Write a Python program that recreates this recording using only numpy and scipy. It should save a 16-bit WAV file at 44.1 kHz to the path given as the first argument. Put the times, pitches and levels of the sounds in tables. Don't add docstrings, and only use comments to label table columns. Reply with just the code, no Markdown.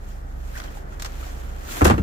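import sys
import numpy as np
from scipy import signal
from scipy.io import wavfile
from scipy.ndimage import uniform_filter1d

SR = 44100
rng = np.random.default_rng(int(sys.argv[2]) if len(sys.argv) > 2 else 0)


def transcribe(u):
    v = np.clip(np.atleast_2d(u).T, -1, 1)
    q = np.round(v * 32767).astype(np.int16)
    wavfile.write(sys.argv[1], SR, q)


def how_loud(loudness_db):
    steps = np.asarray(loudness_db, float) / 20
    return 10 ** steps


N = 89170


def rms_one(x):
    return x / np.sqrt(np.mean(x ** 2) + 1e-20)


def at_hz(points, hz):
    table_hz, values = np.transpose(points)
    return np.interp(np.log(hz), np.log(table_hz), values)


def in_time(rows):
    return np.interp(np.arange(N) / SR, *np.transpose(rows))


def tilt(db_per_octave, hz):
    return how_loud(db_per_octave * np.log2(hz / 4000))


def drift(rate):
    pole = np.exp(-80 * np.pi * rate / SR)
    chance = rng.standard_normal(N // 40 + 2002)
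    slow = signal.lfilter([1], [1, -2 * pole, pole * pole], chance)[2000:]
    return np.interp(np.arange(N) / 40, np.arange(len(slow)), rms_one(slow - slow.mean()))


def dying(s, db, t60, rise=0.0012):
    t = np.maximum(np.arange(N) / SR - s, 0)
    return how_loud(db - 60 * t / t60) * (1 - np.exp(-t / rise))


def grainy():
    grains_per_s, grain_spread_db, share = 1800, 1.5, 0.35
    heights = how_loud(grain_spread_db * np.minimum(rng.exponential(1, N), 4))
    clicks = heights * (rng.random(N) < grains_per_s / SR)
    gate = rms_one(uniform_filter1d(clicks, size=12))
    return rng.standard_normal((2, 2, N)) * np.sqrt(1 - share + share * gate ** 2)


# (frequency [Hz], likeness [-1 to 1])
LEFT_RIGHT_LIKENESS = [(60, 0.86), (130, 0.91), (290, 0.37), (640, -0.61), (1410, -0.39), (3100, 0.045),
                       (6820, -0.11), (15000, 0.049)]


def spread(mid, side, hz):
    alike = np.clip(at_hz(LEFT_RIGHT_LIKENESS, hz), -1, 1)
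    shared = np.sqrt((1 + alike) / 2) * mid
    return shared + np.sqrt((1 - alike) / 2) * side * np.array([[1], [-1]])


BAND_EDGES_HZ = 70 * 2 ** np.arange(0, 8.1, .4)


def bank(spectrum, white, envelope):
    out, power = 0, 0
    for k, (low, high) in enumerate(zip(BAND_EDGES_HZ, BAND_EDGES_HZ[1:])):
        hz = np.sqrt(low * high)
        if hz <= .8 * spectrum[0][0]:
            continue
        gain = how_loud(at_hz(spectrum, hz))
        band = signal.butter(2, [low, high], "band", fs=SR, output="sos")
        mid, side = signal.sosfilt(band, white[k % 2] * envelope(hz) + 1e-18)
        out = out + gain * spread(mid, side, hz)
        power = power + gain ** 2 * (high - low) * 2 / SR
    return out / np.sqrt(power)


def rings(rows, rise, width):
    out = np.zeros((2, N + SR))
    for (s, db, hz, t60), chance in zip(rows, rng.uniform(-1.8, 1, (len(rows), 2))):
        alike = np.clip(at_hz(LEFT_RIGHT_LIKENESS, hz), -1, 1)
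        lead = width * np.arccos(alike) / 2
        t, i = np.arange(int(t60 * SR)) / SR, int(s * SR)
        tone = np.sin(2 * np.pi * hz * t + np.array([[-lead], [lead]]))
        tone = tone * (1 - np.exp(-t / rise)) ** 2
        out[:, i:i + len(t)] += how_loud(db - 60 * t / t60 + 1.1 * chance[:, None]) * tone
    return out[:, :N]


DULL_ABOVE_HZ = 1400


def octaves_above_dull(hz):
    return max(np.log2(hz / DULL_ABOVE_HZ), 0)


# (time [s], rattle level [dB], knock level [dB], knock pitch [Hz], brightness [dB per octave])
BLOWS = [(1.8089, -17.5, -44, 305, -22), (1.816, -23, -6.5, 294.5, -1), (1.829, -32.5, -16.5, 150.2, -23),
         (1.8523, -12.5, -5, 370.3, -1), (1.866, -22.5, -10.5, 201.8, 1.5), (1.876, -25, -32, 285, -1.5),
         (1.8977, -17, -10, 444, -2.2), (1.907, -21.5, -9.5, 235.8, -6), (1.919, -39.5, -14, 185, -9),
         (1.937, -35.5, -15, 170, -11), (1.979, -30.5, -15, 331.6, -2.5), (1.994, -66, -14, 186, -9)]
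# (frequency [Hz], level [dB])
RATTLE_COLOUR = [(400, -4.5), (700, -2.5), (1200, -6), (1700, -10.5), (2700, -17.5), (5000, -26),
                 (6600, -22), (15500, -32.5)]
# (frequency [Hz], decay t60 [s])
RATTLE_DECAY = [(200, 0.11), (1500, 0.12), (5000, 0.13), (15000, .09)]


def rattle():
    snap_db, snap_t60_s = 6.5, 0.016
    snaps = [dying(s, db + snap_db, snap_t60_s, rise=0.0004) for s, db, *_ in BLOWS]

    def shaking(hz):
        total = 0
        for snap, (s, db, _, _, tilt_db) in zip(snaps, BLOWS):
            tail = dying(s, db, at_hz(RATTLE_DECAY, hz))
            total = total + (snap + tail) * how_loud(tilt_db * octaves_above_dull(hz))
        return total

    return bank(RATTLE_COLOUR, grainy(), shaking)


KNOCK_EAR_LAG = .55


def knocks():
    cycles = 26.2
    modes = [(1, 0), (1.333, 7)]   # (pitch ratio, loss [dB])
    rows = [(s, db - loss, hz * ratio, cycles / hz)
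            for s, _, db, hz, _ in BLOWS for ratio, loss in modes]
    return rings(rows, rise=0.00098, width=KNOCK_EAR_LAG)


# (frequency [Hz], level against the rattle [dB], decay t60 [s])
FRAME_MODES = [(667, -7, 0.084), (1153, -1, 0.11), (1353, -8, 0.14), (1620, -4, 0.093), (2726, -8, 0.09)]


def frame():
    rows = []
    for s, db, _, _, tilt_db in BLOWS:
        for hz, level_db, t60 in FRAME_MODES:
            strike, detune = rng.standard_normal(2)
            struck_db = db + level_db + 3 * strike + tilt_db * 2 * octaves_above_dull(hz)
            rows.append((s, struck_db, hz * (1 + 0.0206 * detune), t60))
    return rings(rows, rise=0.00024, width=1.25)


# (time [s], level [dB], frequency [Hz], decay t60 [s])
BOOMS = [
    (1.823, -6, 78.2, 0.18),
    (1.864, -6, 77.7, 0.18),
    (1.905, -12, 105.4, .2),
    (1.94, -16.5, 66.8, 0.37),
    (1.995, -11, 72, 0.2),
]


def booms():
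    return rings(BOOMS, rise=0.0021, width=KNOCK_EAR_LAG)


# (time [s], level [dB], decay t60 [s], brightness [dB per octave])
TICKS = [
    (.575, -38, 0.046, -5),
    (.599, -33.5, 0.044, -4.5),
    (.637, -40, 0.11, -4),
    (0.617, -40, 0.022, -5),
    (0.9962, -36, 0.13, -2),
    (1.0207, -27.5, 0.061, 1),
    (1.046, -30, 0.071, -2.5),
    (1.057, -33.5, 0.08, -1.5),
    (1.844, -23, 0.086, 6),
    (1.8477, -25, .05, -6.5),
]
# (frequency [Hz], level [dB])
TICK_COLOUR = [(600, -10.5), (1430, -3), (2600, -8.5), (4200, -7), (7010, -7.5), (9090, -23),
               (12700, -12.5), (15500, -24)]


def ticks():
    bursts = []
    for s, db, t60, tilt_db in TICKS:
        body = dying(s, db - 2.5, t60, rise=0.00053)
        spike = dying(s, db - 5, 0.32 * t60, rise=0.00038)
        bursts.append((body + spike, tilt_db))
    white = rng.standard_normal((2, 2, N))
    return bank(TICK_COLOUR, white, lambda hz: sum(burst * tilt(db, hz) for burst, db in bursts))


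# (time [s], peak level [dB], frequency [Hz])
CREAKS = [(.542, -35, 1600), (.553, -28.5, 1680), (.560, -27, 1870), (0.569, -26, 1540),
          (.577, -35.5, 3270), (0.599, -31, 1460), (.601, -26.5, 3430), (.607, -32.5, 2100),
          (0.617, -32, 1490), (0.681, -36, 3140), (.77, -32, 808), (0.924, -37.5, 1330), (1.228, -30, 1290),
          (1.265, -32, 733), (1.688, -28, 1400), (1.712, -35, 2560), (1.78, -56, 1940)]


def creaks():
    rows = [(s, db, hz, 43 / hz) for s, db, hz in CREAKS]
    return rings(rows, rise=0.00056, width=0.85)


# (peak time [s], level [dB], swell [dB per s], fade [dB per s], brightness [dB per octave])
RUB_STROKES = [(0.099, -51, 100, 102, 0.8), (.47, -52, 63, 43, 1.3), (.578, -40, 242, 220, 0.2),
               (.655, -51, 302, 261, -2), (.685, -56, 200, 302, -4.5), (.77, -48.5, 255, 350, 1),
               (0.931, -54.5, 253, 248, -3.5), (1.079, -54.5, 298, 211, -2), (1.249, -44, 57, 73, 0.6),
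               (1.45, -52, 43, 49, -0.1), (1.71, -38, 259, 61, 2.5), (1.762, -40, 114, 79, -1),
               (1.811, -39, 123, 298, -0.2), (1.99, -69, 100, 52, -13)]
# (frequency [Hz], level [dB])
CLOTH_COLOUR = [(300, -5.5), (800, -3.5), (1700, -4.5), (3300, -10), (4800, -14), (6600, -10.5),
                (9000, -19), (13500, -17)]


def cloth():
    rest_db = -69.5
    t = np.arange(N) / SR
    strokes = []
    for s, db, rise, fall, tilt_db in RUB_STROKES:
        level = db - rise * np.maximum(s - t, 0) - fall * np.maximum(t - s, 0)
        strokes.append((how_loud(level), tilt_db))
    flutter = .7 * drift(40.0)

    def rubbing(hz):
        patches = how_loud(flutter + 1.08 * drift(15.0))
        return patches * (how_loud(rest_db) + sum(stroke * tilt(db, hz) for stroke, db in strokes))

    return bank(CLOTH_COLOUR, grainy(), rubbing)


# (frequency [Hz], level [dB], pitch wander [Hz], level wander [dB], share of the swell [0 to 1])
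DRONE_TONES = [(35.4, -36, 0.52, 0.9, 0.31), (61.75, -38.5, 0.51, -0.3, 0.94)]
# (time [s], level [dB])
DRONE_SWELL = [(0, 0), (.3, 2), (.45, 6.5), (.6, 0.5), (1.05, -2), (1.2, 4), (1.3, 1.5), (1.5, 5),
               (1.62, 2), (1.72, -5.5), (2.02, -4)]


def drone():
    rumble_db, rumble_top_hz, pan_db, ear_lag_rad = -41.5, 102, -1.9, -0.33
    lag = np.array([[-ear_lag_rad / 2], [ear_lag_rad / 2]])
    out = 0
    for hz, db, wander_hz, sway_db, swell_share in DRONE_TONES:
        level = how_loud(db + sway_db * drift(12.0) + swell_share * in_time(DRONE_SWELL))
        phase = 2 * np.pi * np.cumsum(hz + wander_hz * drift(0.89)) / SR
        out = out + level * np.sqrt(2) * np.sin(lag + rng.uniform(0, 5.88) + phase)
    band = signal.butter(2, [22, rumble_top_hz], "band", fs=SR, output="sos")
    noise = signal.sosfilt(band, rng.standard_normal((2, N + SR)))[:, SR:]
    rumble = how_loud(rumble_db) * rms_one(noise)
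    return (out + spread(*rumble, 60)) * how_loud([[pan_db / 2], [-pan_db / 2]])


# (frequency [Hz], level [dB per Hz])
AIR_COLOUR = [(80, -13.5), (130, -11), (450, -13.5), (800, -12.5), (1030, -24.5), (1500, -14), (2600, -51),
              (15500, -71)]
# (time [s], level [dB])
AIR_OPENING = [(0, 0), (.45, 1), (.7, 3), (1.3, 3.5), (2.02, 4)]


def background():
    air = bank(AIR_COLOUR, rng.standard_normal((2, 2, N)), lambda hz: how_loud(0.4 * drift(5.1)))
    return how_loud(-46 + in_time(AIR_OPENING)) * air


def scene():
    latch = rattle() + knocks() + frame() + booms()
    hand = ticks() + creaks() + cloth()
    return latch + hand + drone() + background()


def low_pass(x):
    return signal.sosfilt(signal.butter(12, 16320, fs=SR, output="sos"), x)


def record(dry):
    rounded = 2 * np.tanh(dry / 2)
    top_cut = signal.cheby2(12, 60, 16330, fs=SR, output="sos")
    mix = np.clip(signal.sosfilt(top_cut, rounded), -1, 1)
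    return low_pass(mix)


dry = scene()
out = record(dry)
transcribe(out)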